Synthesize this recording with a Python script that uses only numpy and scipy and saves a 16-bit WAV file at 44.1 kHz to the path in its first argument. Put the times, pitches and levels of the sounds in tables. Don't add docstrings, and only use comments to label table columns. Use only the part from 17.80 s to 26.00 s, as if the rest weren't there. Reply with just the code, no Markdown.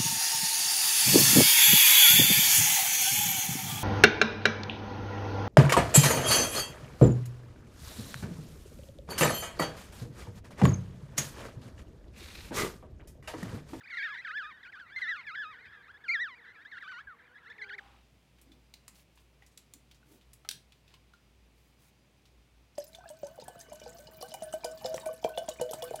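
import sys
import numpy as np
from scipy import signal
from scipy.fft import rfft, irfft, next_fast_len
from scipy.io import wavfile
from scipy.ndimage import uniform_filter1d

SR = 44100
rng = np.random.default_rng(int(sys.argv[2]) if len(sys.argv) > 2 else 0)


def output_pcm(signal):
    pcm = np.clip(np.atleast_2d(signal).T, -1, 1) * 32767
    wavfile.write(sys.argv[1], SR, np.round(pcm).astype(np.int16))


def natural_amplitude(level_db):
    exponent = np.asarray(level_db, float) / 20
    return 10 ** exponent


N = 361619
TIME = np.arange(N) / SR

# start_s, flow_db
POUR = [(4.94, -78), (5.12, -69), (5.67, -65), (6.07, -61.5), (6.35, -62.5), (6.58, -59), (6.81, -61),
        (7.13, -57.5), (7.48, -63.5), (8.1, -56.5), (8.2, -56.5)]
# start_s, level_db, pitch_hz, t60_s
DEEP_BUBBLES = [(5.586, -47, 498, 0.067), (5.758, -46, 530, 0.021), (5.885, -55, 460, 0.037),
                (6.063, -49.5, 479, 0.18), (6.425, -48, 482, 0.15), (6.54, -51, 527, .08),
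                (6.85, -42, 482.5, 0.15), (7.048, -35.5, 509.3, 0.12), (7.145, -36.5, 511, 0.067),
                (7.293, -45, 499, 0.12), (7.335, -52, 500, 0.1), (7.446, -28, 460, 0.042),
                (7.577, -32, 521, 0.044), (7.709, -50, 494, 0.12), (7.814, -32, 489.7, 0.17),
                (7.91, -39, 462.7, 0.042), (8.027, -42, 489, 0.23), (8.11, -34.5, 466, 0.037)]
# start_s, level_db, pitch_hz, t60_s
SLUGS = [(4.981, -34.5, 572, 0.1), (5.257, -51, 658, 0.097), (5.302, -47, 592, 0.11),
         (5.432, -36, 558.4, 0.095), (5.585, -53.5, 594, 0.11), (5.682, -43.5, 723, 0.046),
         (5.919, -44, 634, 0.054), (6.411, -42, 590.7, 0.031), (6.518, -49, 615, 0.075),
         (6.62, -38.5, 639, 0.096), (6.738, -33, 623, 0.086), (6.846, -32, 647.4, 0.04),
         (7.048, -34.5, 654, 0.066), (7.142, -31.5, 630, 0.021), (7.263, -35, 623, 0.095),
         (7.287, -46, 636, 0.03796), (7.43, -47.5, 679, 0.058), (7.445, -28.5, 633, 0.089),
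         (7.575, -33, 669.5, 0.091), (7.685, -32, 613, 0.055), (7.799, -31.5, 634, 0.018),
         (7.811, -30.5, 615, 0.027), (7.941, -34.5, 589.4, 0.022), (8.023, -40.5, 659, 0.091),
         (8.109, -47, 645, 0.071), (8.138, -39.5, 616, 0.057)]
# start_s, level_db
PLOPS = [(5.435, -47.5), (5.504, -55), (5.627, -52), (5.764, -50.5), (6.135, -55), (6.258, -50.5),
         (6.375, -52), (6.483, -49), (7.164, -44), (7.447, -42), (7.578, -48), (7.811, -48), (7.934, -50)]
# start_s, level_db, pitch_hz, t60_s
RISING_BUBBLES = [(5.184, -42, 690, 0.053), (5.239, -50, 790, 0.061), (5.3, -46, 890, 0.038),
                  (5.578, -36, 744, 0.016), (5.622, -42, 873, 0.032), (5.681, -34, 740, 0.019),
                  (6.061, -32, 773, 0.02), (6.277, -50, 859, 0.043), (6.427, -38, 717, 0.093),
                  (6.544, -32.5, 756, 0.041), (7.057, -39, 745, 0.067), (7.457, -24.5, 679, 0.051),
                  (7.614, -39.5, 676, 0.071), (7.811, -29.5, 870, 0.029), (7.932, -28, 750, 0.019),
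                  (8.142, -21.5, 720, 0.021)]
# start_s, level_db, starting_pitch_hz
CHIRPS = [
    (5.455, -51, 794),
    (5.695, -49.5, 450),
    (5.88, -63, 1030),
    (6.185, -51, 484),
    (7.012, -46, 736),
    (7.2, -50, 470),
    (7.228, -45.5, 850),
    (8.03, -45.5, 980),
]
# start_s, level_db, pitch_hz
GULPS = [(4.974, -56, 910), (5.238, -50, 1460), (5.3018, -58, 920), (5.6217, -43, 520), (5.68, -40, 920),
         (5.7541, -51.5, 1480), (6.016, -41, 645), (6.287, -46, 570), (6.4073, -59, 1100),
         (6.541, -39, 992), (6.7286, -44.5, 1422), (6.8358, -40, 1030), (7.0123, -50, 1150),
         (7.1416, -53, 1090), (7.2573, -47, 920), (7.4276, -47, 950), (7.4454, -33.5, 1020),
         (7.5728, -49, 908), (7.681, -48, 1030), (7.797, -37, 860), (7.905, -47, 902), (7.931, -42, 1390),
         (7.9332, -40, 1040), (8.0222, -45, 978.4), (8.1354, -41, 954)]
# start_s, level_db, pitch_hz
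SMALL_BUBBLES = [(5.205, -50, 940), (5.2552, -44.5, 1600), (5.14, -52.5, 2190), (5.27, -56, 2620),
                 (5.285, -52, 1620), (5.612, -57.5, 2660), (5.81, -49, 1710), (5.865, -58, 2100),
                 (5.93, -44, 953), (6.3, -53, 864), (6.162, -55, 1106), (6.4247, -39.5, 1079),
                 (6.848, -37, 920), (7.1793, -40, 1048), (7.2885, -37, 1085), (7.478, -37, 964.4),
                 (7.538, -47, 2670), (7.64, -51, 1009), (7.7005, -45, 1060), (7.787, -43, 2340),
                 (7.7964, -42, 896)]
# crest_s, hold_s, level_db, crest_pitch_hz, fading_pitch_hz
SINGING = [(4.995, 0.031, -66, 570, 625), (5.167, 0.0081, -54, 656, 727), (5.329, 0.0073, -53, 610, 660),
           (5.459, 0.076, -55, 578, 700), (5.761, 0.04, -56, 695, 670), (5.938, 0.021, -49.5, 590, 640),
           (6.034, 0.13, -55.5, 616, 695), (6.193, 0.079, -57, 579.9, 650.2), (6.323, 0.26, -58, 635, 640),
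           (6.654, 0.034, -46.5, 616, 630), (6.767, 0.0055, -47.5, 634, 700),
           (6.876, 0.068, -43.5, 630, 640), (7.088, 0.047, -38, 640, 645), (7.286, 0.035, -40.5, 635, 650),
           (7.503, 0.071, -44.5, 630, 636), (7.599, 0.017, -39, 627, 691.4), (7.85, 0.01, -42, 615, 620),
           (7.898, 0.01, -41.5, 632, 641.5), (7.975, 0.042, -46.5, 633.4, 650),
           (8.19, 0.019, -47.5, 619, 619)]
# start_s, level_db, first_droplet_pitch_hz
SPRAYS = [(4.9793, -36.5, 4900), (5.0404, -44, 4830), (5.29, -38.5, 8000), (5.599, -40.5, 4160),
          (5.639, -42, 9300), (5.6812, -36, 8300), (5.7914, -40.5, 10450), (5.9288, -41.5, 7260),
          (5.9556, -42.5, 6500), (5.999, -40, 5777), (6.0779, -43, 4860), (6.185, -41.5, 5860),
          (6.425, -31, 9100), (6.5401, -31.5, 7320), (6.6227, -40, 6400), (7.1605, -30.5, 7710),
          (7.2584, -34.5, 9110), (7.4895, -36, 12600), (7.679, -39, 3270), (7.812, -28, 6960),
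          (7.9348, -25, 8110), (8.022, -29, 3360), (8.1069, -40, 7060), (8.157, -31, 9400)]
# start_s, level_db, first_droplet_pitch_hz
PLINKS = [(5.1313, -43.5, 3950), (5.1483, -34.5, 3510), (5.468, -38, 6200), (5.8101, -33.5, 6200),
          (6.038, -42, 5550), (6.518, -39.5, 5160), (6.7358, -29, 8000), (6.8442, -23.5, 4920),
          (6.9755, -39, 4578), (7.058, -23.5, 5050), (7.143, -27, 5765), (7.1976, -37, 7680),
          (7.442, -27, 3163), (7.575, -24, 3420), (7.6888, -23, 6850), (7.893, -39, 3450),
          (7.911, -26, 12160), (8.0002, -54, 6460)]
# start_s, level_db, pitch_hz
SPITS = [(4.9531, -51, 4860), (5, -37, 6250), (5.018, -39, 4950), (5.067, -44, 7100), (5.0848, -50, 6920),
         (5.1844, -51, 6000), (5.279, -45, 4260), (5.302, -40, 8400), (5.431, -46.5, 5900),
         (5.445, -41.5, 6440), (5.6114, -40.5, 4920), (5.8007, -37.5, 6350), (5.8974, -44, 6356),
         (6.0588, -42.5, 4854), (6.0923, -37.5, 7820), (6.1281, -44.5, 7300), (6.168, -45, 5000),
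         (6.2024, -43, 8700), (6.2281, -55, 8500), (6.2701, -39.5, 5010), (6.344, -48, 4640),
         (6.4117, -31, 4740), (6.4839, -41, 9070), (6.506, -39, 4970), (6.6003, -58, 3940),
         (6.633, -31.5, 9100), (6.691, -52, 3550), (6.7248, -33, 8120), (6.806, -48, 4000),
         (6.9124, -38, 7100), (7.043, -32, 5200), (7.097, -43, 4560), (7.2085, -39.5, 3778),
         (7.232, -46, 8820), (7.2717, -33, 9130), (7.3372, -46, 8700), (7.426, -45, 6830),
         (7.4412, -37, 5980), (7.547, -46, 3366), (7.584, -32, 9000), (7.715, -41, 3700),
         (7.7356, -41, 7800), (7.7737, -46, 7780), (7.985, -41, 6350), (8.077, -43, 3460)]
# start_s, level_db, pitch_hz
MIST = [(4.9854, -36, 9400), (5.0404, -38, 13900), (5.0779, -41, 10400), (5.3887, -51, 15200),
        (5.5564, -48, 10100), (5.6388, -58, 9980), (5.9479, -42, 11700), (6.1484, -42, 15200),
        (6.1894, -44, 12900), (6.3355, -42.5, 11900), (6.3699, -37, 15100), (6.4067, -41, 10900),
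        (6.47, -54, 9500), (6.6697, -49, 13790), (7.0212, -40.5, 11690), (7.0891, -37, 13400),
        (7.2085, -54, 12000), (7.3302, -35.5, 11300), (7.3594, -44, 10900), (7.4736, -50, 12230),
        (7.6316, -47, 14700), (7.66, -46, 9600), (8.0396, -27.5, 10980), (8.1342, -44, 10780)]
# (start_s, level_db)
KNOCKS = [
    (1524, 0.19, [(5.207, -56), (5.4745, -58.5), (5.675, -55.5), (5.78, -63), (6.0839, -56), (6.2, -61), (6.4437, -52.5), (6.7293, -48), (6.859, -47), (7.258, -50), (7.4948, -48.5), (7.5814, -49), (7.6806, -57.5), (7.8136, -52.5), (8.0494, -52.5), (8.1914, -43.5)]),
    (1720, 0.63, [(5.655, -58.5), (6.065, -68), (6.6476, -61), (7.33, -69)]),
    (2375, 0.086, [(5.63, -63), (5.9, -61), (6.0156, -53), (6.386, -55), (6.54, -48.5), (6.8354, -44), (7.2569, -46), (7.4444, -38.5)]),
    (9000, 0.067, [(6.636, -43.5), (6.852, -50)]),
    (2970, 0.072, [(5.15, -57), (5.31, -63), (5.43, -67), (5.52, -63), (5.78, -59), (5.915, -60), (6.0156, -50), (6.27, -51), (6.4255, -48), (6.5174, -44.5), (6.54, -44.5), (6.62, -54), (6.7287, -43), (6.8505, -49), (7.0423, -47), (7.5757, -37), (7.7132, -44), (7.8109, -40), (7.93, -48), (8.0233, -41), (8.06, -55), (8.13, -54)]),
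]
# pitch_hz, width_hz, level_db
GLASS = [(1534, 47, 1), (1748, 4.3, -8.5), (2400, 23, -6.5), (2970, 45, 0), (3450, 300, -15)]
# freq_hz, density_db (per Hz)
FIZZ = [(2600, -20), (4000, -9.5), (7000, -12.5), (11000, -23), (16000, -10)]
# freq_hz, density_db (per Hz)
CHURN = [(60, -6), (120, 6.5), (300, 3), (450, 0), (900, -5), (1400, -9.5), (2200, -16.5), (4000, -72)]
# start_s, level_db, centre_hz
CRACKLES = [(0.585, -56, 2390), (0.6144, -50, 9400), (0.7188, -54.5, 3270), (0.939, -41, 4220),
            (1.0804, -39.5, 7300), (1.0798, -46.5, 1880), (1.155, -55, 4340), (1.1944, -58, 2780),
            (1.355, -63, 9000), (1.375, -55, 2650), (1.4, -64, 9500), (1.6235, -53.5, 2080),
            (1.664, -52.5, 6360), (1.715, -65, 6000), (2.7118, -30, 8200), (1.775, -38, 7360),
            (1.7766, -48.5, 3500), (1.937, -37.5, 7140), (2.1126, -46, 3200), (2.145, -59, 4800),
            (2.6893, -26, 8800), (2.412, -58, 2960), (2.533, -45, 9000), (2.649, -47, 1760),
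            (2.6896, -19, 4670), (2.7123, -28, 3800), (2.922, -52, 3080), (3.079, -54.5, 3080),
            (3.117, -71, 3260), (3.1399, -44, 2970), (3.335, -58, 3500), (4.4552, -55.5, 4030)]
# start_s, level_db, pitch_hz, t60_s
PINGS = [(0.006, -59, 800, 0.49), (0.072, -65, 1370, 0.2), (1.6221, -51, 2000, 0.036),
         (2.229, -57.5, 1460, 0.038), (1.0804, -48, 1165, 0.013), (1.375, -55, 1010, 0.021),
         (1.6235, -59, 790, 0.05), (2.65, -46.5, 1320, 0.033), (2.651, -47, 780, 0.016),
         (2.6894, -48, 638.9, 0.011), (2.6896, -29.5, 3180, 0.011), (2.7112, -32, 3640, 0.026),
         (.9393, -56, 830, .015), (.7183, -53, 3500, 0.027), (3.1398, -56, 1050, 0.048),
         (3.337, -49, 1410, 0.035)]
# start_s, length_s, level_db, centre_hz, width_share (of the centre)
RUSTLE = [(0, 0.26, -63.5, 975, 1.2), (0, 0.31, -68, 2700, 0.71), (0.579, 0.25, -64.5, 267, 0.57),
          (1.104, 0.062, -64.5, 197, 0.51), (1.125, 0.12, -64.5, 8000, 3.3), (1.932, 0.048, -62, 280, 0.49),
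          (2.264, 0.13, -62, 283, 0.7), (2.247, 0.16, -67, 7900, 3.5), (2.691, 0.095, -59, 135, 0.77),
          (3.062, 0.12, -69, 2370, 1.6), (3.716, 0.25, -75.5, 9000, 2.6), (3.977, 0.14, -67.5, 7550, 2.7)]
# freq_hz, density_db (per Hz)
AIR = [(24, -51), (66, -9.5), (101, 2), (467, -9.5), (1600, -18.5), (2400, -14.5), (5300, -23),
       (15500, -33)]
# line_hz, line_db, rumble_hz, rumble_width_hz, rumble_db
HUM = (59, -66, 131.5, 26, -75)
# pitch_hz, level_db
WHINE = [(4900, -87), (5900, -92.5)]
# freq_hz, t60_s
ROOM = [(300, 0.23), (2000, 0.27), (6000, 0.24), (14000, 0.21)]


def glugs():
    out, t = np.zeros(N), np.arange(1500) / SR
    slap_band = signal.butter(2, [250, 2200], "band", fs=SR, output="sos")
    slaps = evened(signal.sosfilt(slap_band, rng.standard_normal((len(SLUGS), len(t)))))
    sizes, sheds = rng.random(len(SLUGS)), rng.random((len(SLUGS), 5, 3))
    for s, db, hz, t60 in DEEP_BUBBLES:
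        add(out, s, bubble(db + 9.5, hz, t60, rise=0.43, plunge=0.28))
    for (s, db, hz, t60), size, slap, shed in zip(SLUGS, sizes, slaps, sheds):
        add(out, s, bubble(db + 8.5, hz, t60, rise=0.54, plunge=0.26))
        push_hz = 200 + 220 * size
        add(out, s, natural_amplitude(db - 3.0) * np.sin(2 * np.pi * push_hz * t) * np.exp(-t / 0.0035))
        add(out, s - 0.002, natural_amplitude(db - 18.5) * slap * np.exp(-t / 0.0083))
        for late, pitch, small in shed:
            shed_db = db - 14.5 - 10 * small - 8 * late
            add(out, s + 0.07 * late, bubble(shed_db, 330 * 5 ** pitch, 0.035, rise=12.0))
    for s, db in PLOPS:
        add(out, s, bubble(db + 6.5, hz=166, t60=0.051, swell_s=0.0041, plunge=-0.41))
    add(out, 7.179, natural_amplitude(-34) * slaps[0] * np.exp(-t / 0.0018))
    for s, db, hz, t60 in RISING_BUBBLES:
        add(out, s, bubble(db + 3, hz, t60, rise=4.25, swell_s=0.002))
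    for s, db, hz in CHIRPS:
        add(out, s, bubble(db + 5.5, hz, t60=0.095, rise=11.0, swell_s=0.006))
    for s, db, hz in GULPS:
        add(out, s, bubble(db + 5.0, hz, t60=0.025, swell_s=0.00086, plunge=-0.36))
    for s, db, hz in SMALL_BUBBLES:
        add(out, s, bubble(db + 3, hz, t60=0.033, rise=7, swell_s=0.002))
    return out


def bowl_air():
    swell_db_per_s, fade_db_per_s, quiet_db, glide_s = 256, 385, -65.0, 0.0305
    pitch_waver, level_waver = slow_waver((2, N), 350)
    crest, hold, top_db, crest_hz, fade_hz = np.transpose(SINGING)

    marks = np.maximum.accumulate(np.ravel([crest, crest + hold + glide_s], "F"))
    hz = np.interp(TIME, marks, np.ravel([crest_hz, fade_hz], "F"))

    level_db = np.full(N, quiet_db)
    for at, held, peak_db in zip(crest, hold, top_db):
        early = np.maximum(at - TIME, 0)
        late = np.maximum(TIME - at - held, 0)
        level_db = np.maximum(level_db, peak_db - swell_db_per_s * early - fade_db_per_s * late)

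    note = np.sin(2 * np.pi * np.cumsum(hz * (1 + 0.00842 * pitch_waver)) / SR)
    shaken = noise_band(rng.standard_normal(N), hz, 85)
    fade_in = np.clip((TIME - crest[0]) / 0.0092, 0, 1)
    return natural_amplitude(level_db + 1.2 + 1.5 * level_waver) * (note + 0.17 * shaken) * fade_in


def splashes():
    out, t = np.zeros(N), np.arange(2500) / SR
    bursts = [(*row, 0.035, -11.5) for row in SPRAYS] + [(*row, 0.049, -18.5) for row in PLINKS]
    bursts = sorted(bursts)
    scatter = rng.random((len(bursts), 14, 3))
    noise = rng.standard_normal((len(bursts), 2, len(t)))
    for (s, db, hz, t60, hiss_db), drops, (hiss, rag) in zip(bursts, scatter, noise):
        colour_hz = 0.7 * hz + 1500 + 2500 * drops[0, 0]
        hiss = noise_band(hiss, colour_hz, 6500)
        hiss = hiss * natural_amplitude(4.0 * evened(uniform_filter1d(rag, 150)))
        add(out, s, droplet(db - 4.0, hz, cycles=10.0))
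        add(out, s, natural_amplitude(db + hiss_db + 4.0 - 60 * t / t60) * (1 - np.exp(-t / 0.0014)) * hiss)
        for late, pitch, size in drops:
            drop_db = db - 10.0 - 14 * late - 8 * size
            add(out, s + 0.58 * t60 * late ** 1.3, droplet(drop_db, 3000 * 5 ** pitch, cycles=5.4))
    return out


def spits():
    out, t = np.zeros(N), np.arange(2500) / SR
    rows = [(*row, 0.035, 0.81) for row in SPITS] + [(*row, 0.032, 0.25) for row in MIST]
    noises, neighbours = rng.standard_normal((len(rows), len(t))), rng.random((len(rows), 3, 2))
    for (s, db, hz, t60, wide), noise, near in zip(rows, noises, neighbours):
        puff = noise_band(noise, hz, wide * hz)
        add(out, s, natural_amplitude(db - 13.0 - 60 * t / t60) * (1 - np.exp(-t / 0.0013)) * puff)
        add(out, s, droplet(db - 9.0, hz, cycles=22.0))
        for late, pitch in near:
            near_hz = min(hz * (0.7 + 0.7 * pitch), 15500)
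            add(out, s + 0.013 * late, droplet(db - 11.0, near_hz, cycles=15.6))
    return out


def glass():
    notes = np.zeros(N)
    for hz, width, db in GLASS:
        ring = bubble(0, hz, 2.9 / width, swell_s=0.00077)
        notes += natural_amplitude(db) * evened(signal.oaconvolve(click_train(200, 5.0), ring)[:N])
    out = natural_amplitude(pour_flow_db() - 11) * notes * (TIME > POUR[0][0])
    for hz, t60, hits in KNOCKS:
        for (s, db), off in zip(hits, rng.uniform(-0.95, 1, len(hits))):
            add(out, s, bubble(db, hz * (1 + 0.0141 * off), t60, swell_s=0.00054))
    return out


def fizz():
    fading = np.exp(-np.arange(1500) / SR / 0.0035)
    clumps = [0.08 + signal.oaconvolve(click_train(30, 2.5), fading)[:N] for band in range(8)]
    bubbles = np.zeros(N)
    for k, hz in enumerate(np.geomspace(2600, 15000, 18)):
        grain = droplet(0, hz, cycles=8.0)
        grain = grain / np.linalg.norm(grain) * np.sqrt(hz) * natural_amplitude(read(FIZZ, hz))
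        clumping = clumps[k // 3] + clumps[(k + 2) // 3 + 1]
        bubbles += signal.oaconvolve(click_train(450, 2.8) * clumping, grain)[:N]

    lumps = natural_amplitude(3.0 * evened(uniform_filter1d(rng.standard_normal(N), 900)))
    churn = coloured(rng.standard_normal(N) * lumps, CHURN)
    for start, pitch, size in rng.random((300, 3)):
        stray = bubble(11 - 14 * size, 700 * 3.6 ** pitch, 0.03, rise=14.0, swell_s=0.002)
        add(churn, POUR[0][0] + 3.25 * start, stray)

    flow_db = pour_flow_db()
    churn_db = -61.5 + 1.22 * (flow_db + 60)
    return (natural_amplitude(flow_db - 4.5) * evened(bubbles) + natural_amplitude(churn_db) * churn) * (TIME > POUR[0][0])


def crackles():
    out = np.zeros(N)
    for (s, db, hz), noise in zip(CRACKLES, rng.standard_normal((len(CRACKLES), 4000))):
        rattle_s = 0.04 * natural_amplitude(-0.53 * (db + 40))
        add(out, s, burst(db, hz, rattle_s, noise))
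    out = signal.sosfilt(signal.butter(2, 1500, "high", fs=SR, output="sos"), out)
    for s, db, hz, t60 in PINGS:
        add(out, s, bubble(db, hz, t60, swell_s=0.00023))
    return out


def rustle():
    out = np.zeros(N)
    noises = rng.standard_normal((len(RUSTLE), 2, SR // 3))
    for (s, length, db, hz, wide), (noise, grain) in zip(RUSTLE, noises):
        grainy = noise * natural_amplitude(2.2 * evened(uniform_filter1d(grain, 200)))
        band = noise_band(grainy, hz, wide * hz)
        along = np.arange(int(length * SR)) / (length * SR)
        swell = np.sin(np.pi * along) if s > 0.1 else np.cos(np.pi / 2 * along)
        add(out, s, natural_amplitude(db) * swell * band[:len(along)])
    return out


def room_air():
    line_hz, line_db, rumble_hz, width, rumble_db = HUM
    waver = slow_waver(N, 3000)
    line = natural_amplitude(line_db + 3 + 2.9 * waver) * np.sin(2 * np.pi * line_hz * TIME + 0.5 * waver[::-1])
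    rumble = noise_band(rng.standard_normal(N), rumble_hz, width)
    whine = sum(natural_amplitude(db) * np.sin(2 * np.pi * hz * TIME) for hz, db in WHINE)
    whine_waver = evened(uniform_filter1d(rng.standard_normal(N), 2500))
    whine = whine * natural_amplitude(7.0 * np.minimum(whine_waver, 1.6) - 4)
    hiss = natural_amplitude(-67.5) * coloured(rng.standard_normal(N), AIR)
    return hiss + whine + line + natural_amplitude(rumble_db) * rumble


def room(x):
    taps = np.zeros(SR // 2)
    at = np.arange(120, SR // 2 - 20, 20)
    taps[at + rng.integers(0, 20, len(at))] = rng.choice([-1.0, 1.0], len(at))
    hz, t, z = signal.stft(taps, SR, nperseg=256)
    tail = signal.istft(z * natural_amplitude(-60 * t / read(ROOM, hz)[:, None]), SR, nperseg=256)[1]
    return signal.oaconvolve(x, tail / np.linalg.norm(tail))[:N]


def bubble(db, hz, t60, rise=0.0, swell_s=0.0014, plunge=0.0):
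    t = np.arange(int(min(t60, 0.5) * SR) + 50) / SR
    turns = hz * (t + rise * t ** 2 / 2 - plunge * 0.002 * np.exp(-t / 0.0024))
    swell = 1 - np.exp(-(t / swell_s) ** 2)
    return natural_amplitude(db - 60 * t / t60) * swell * np.sin(2 * np.pi * turns)


def droplet(db, hz, cycles):
    return bubble(db, hz, np.log(1000) * cycles / hz, rise=4.3, swell_s=0.63 / hz)


def burst(db, hz, t60, noise):
    t = np.arange(len(noise)) / SR
    puff = noise_band(noise, hz, 0.92 * hz) + natural_amplitude(-4) * evened(resonate(noise, hz, 1.1 * hz))
    puff = puff * natural_amplitude(1.8 * evened(uniform_filter1d(noise[::-1], 120)))
    snap = natural_amplitude(-1.5) * np.cos(2 * np.pi * hz * t) * np.exp(-t * hz / 2.7)
    return natural_amplitude(db) * (snap + natural_amplitude(-11.5 - 60 * t / t60) * puff)


def click_train(per_s, spread_db):
    out, count = np.zeros(N), int(per_s * N / SR)
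    out[rng.integers(0, N, count)] = natural_amplitude(spread_db * np.minimum(rng.exponential(1, count), 4))
    return out


def pour_flow_db():
    return np.interp(TIME, [row[0] for row in POUR], [row[1] for row in POUR])


def slow_waver(shape, smoothing):
    return evened(uniform_filter1d(uniform_filter1d(rng.standard_normal(shape), smoothing), smoothing))


def resonate(x, hz, width):
    turn = np.exp(2j * np.pi * np.cumsum(hz * np.ones(len(x))) / SR)
    r = np.exp(-np.pi * width / SR)
    return 2 * (turn * signal.lfilter([1 - r], [1, -r], x / turn + 1e-18)).real


def noise_band(noise, hz, width):
    return evened(resonate(resonate(noise, hz, width), hz, width))


def coloured(x, points):
    size = next_fast_len(N)
    gain = natural_amplitude(read(points, np.fft.rfftfreq(size, 1 / SR)))
    return evened(irfft(rfft(x, size) * gain, size)[:N])


def read(points, hz):
    f, value = np.transpose(points)
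    return np.interp(np.log(hz + 1), np.log(f + 1), value)


def evened(x):
    return x / np.sqrt(np.mean(x ** 2) + 1e-20)


def add(mix, s, sound):
    part = mix[round(s * SR):][:len(sound)]
    part += sound[:len(part)]


def scene():
    water = glugs() + bowl_air() + splashes() + spits() + glass() + fizz()
    hand = crackles()
    wet = room(natural_amplitude(-7.5) * hand + natural_amplitude(-11.0) * water)
    return (water + hand + wet + rustle() + room_air())[None]


def roll_off(x):
    return signal.sosfilt(signal.butter(12, 16780, fs=SR, output="sos"), x)


def record(dry):
    thin = signal.sosfilt(signal.butter(2, 45, "high", fs=SR, output="sos"), dry)
    thin = signal.sosfilt(signal.cheby2(20, 30, 16150, fs=SR, output="sos"), thin)
    return roll_off(thin)


dry = scene()
out = record(dry)
output_pcm(out)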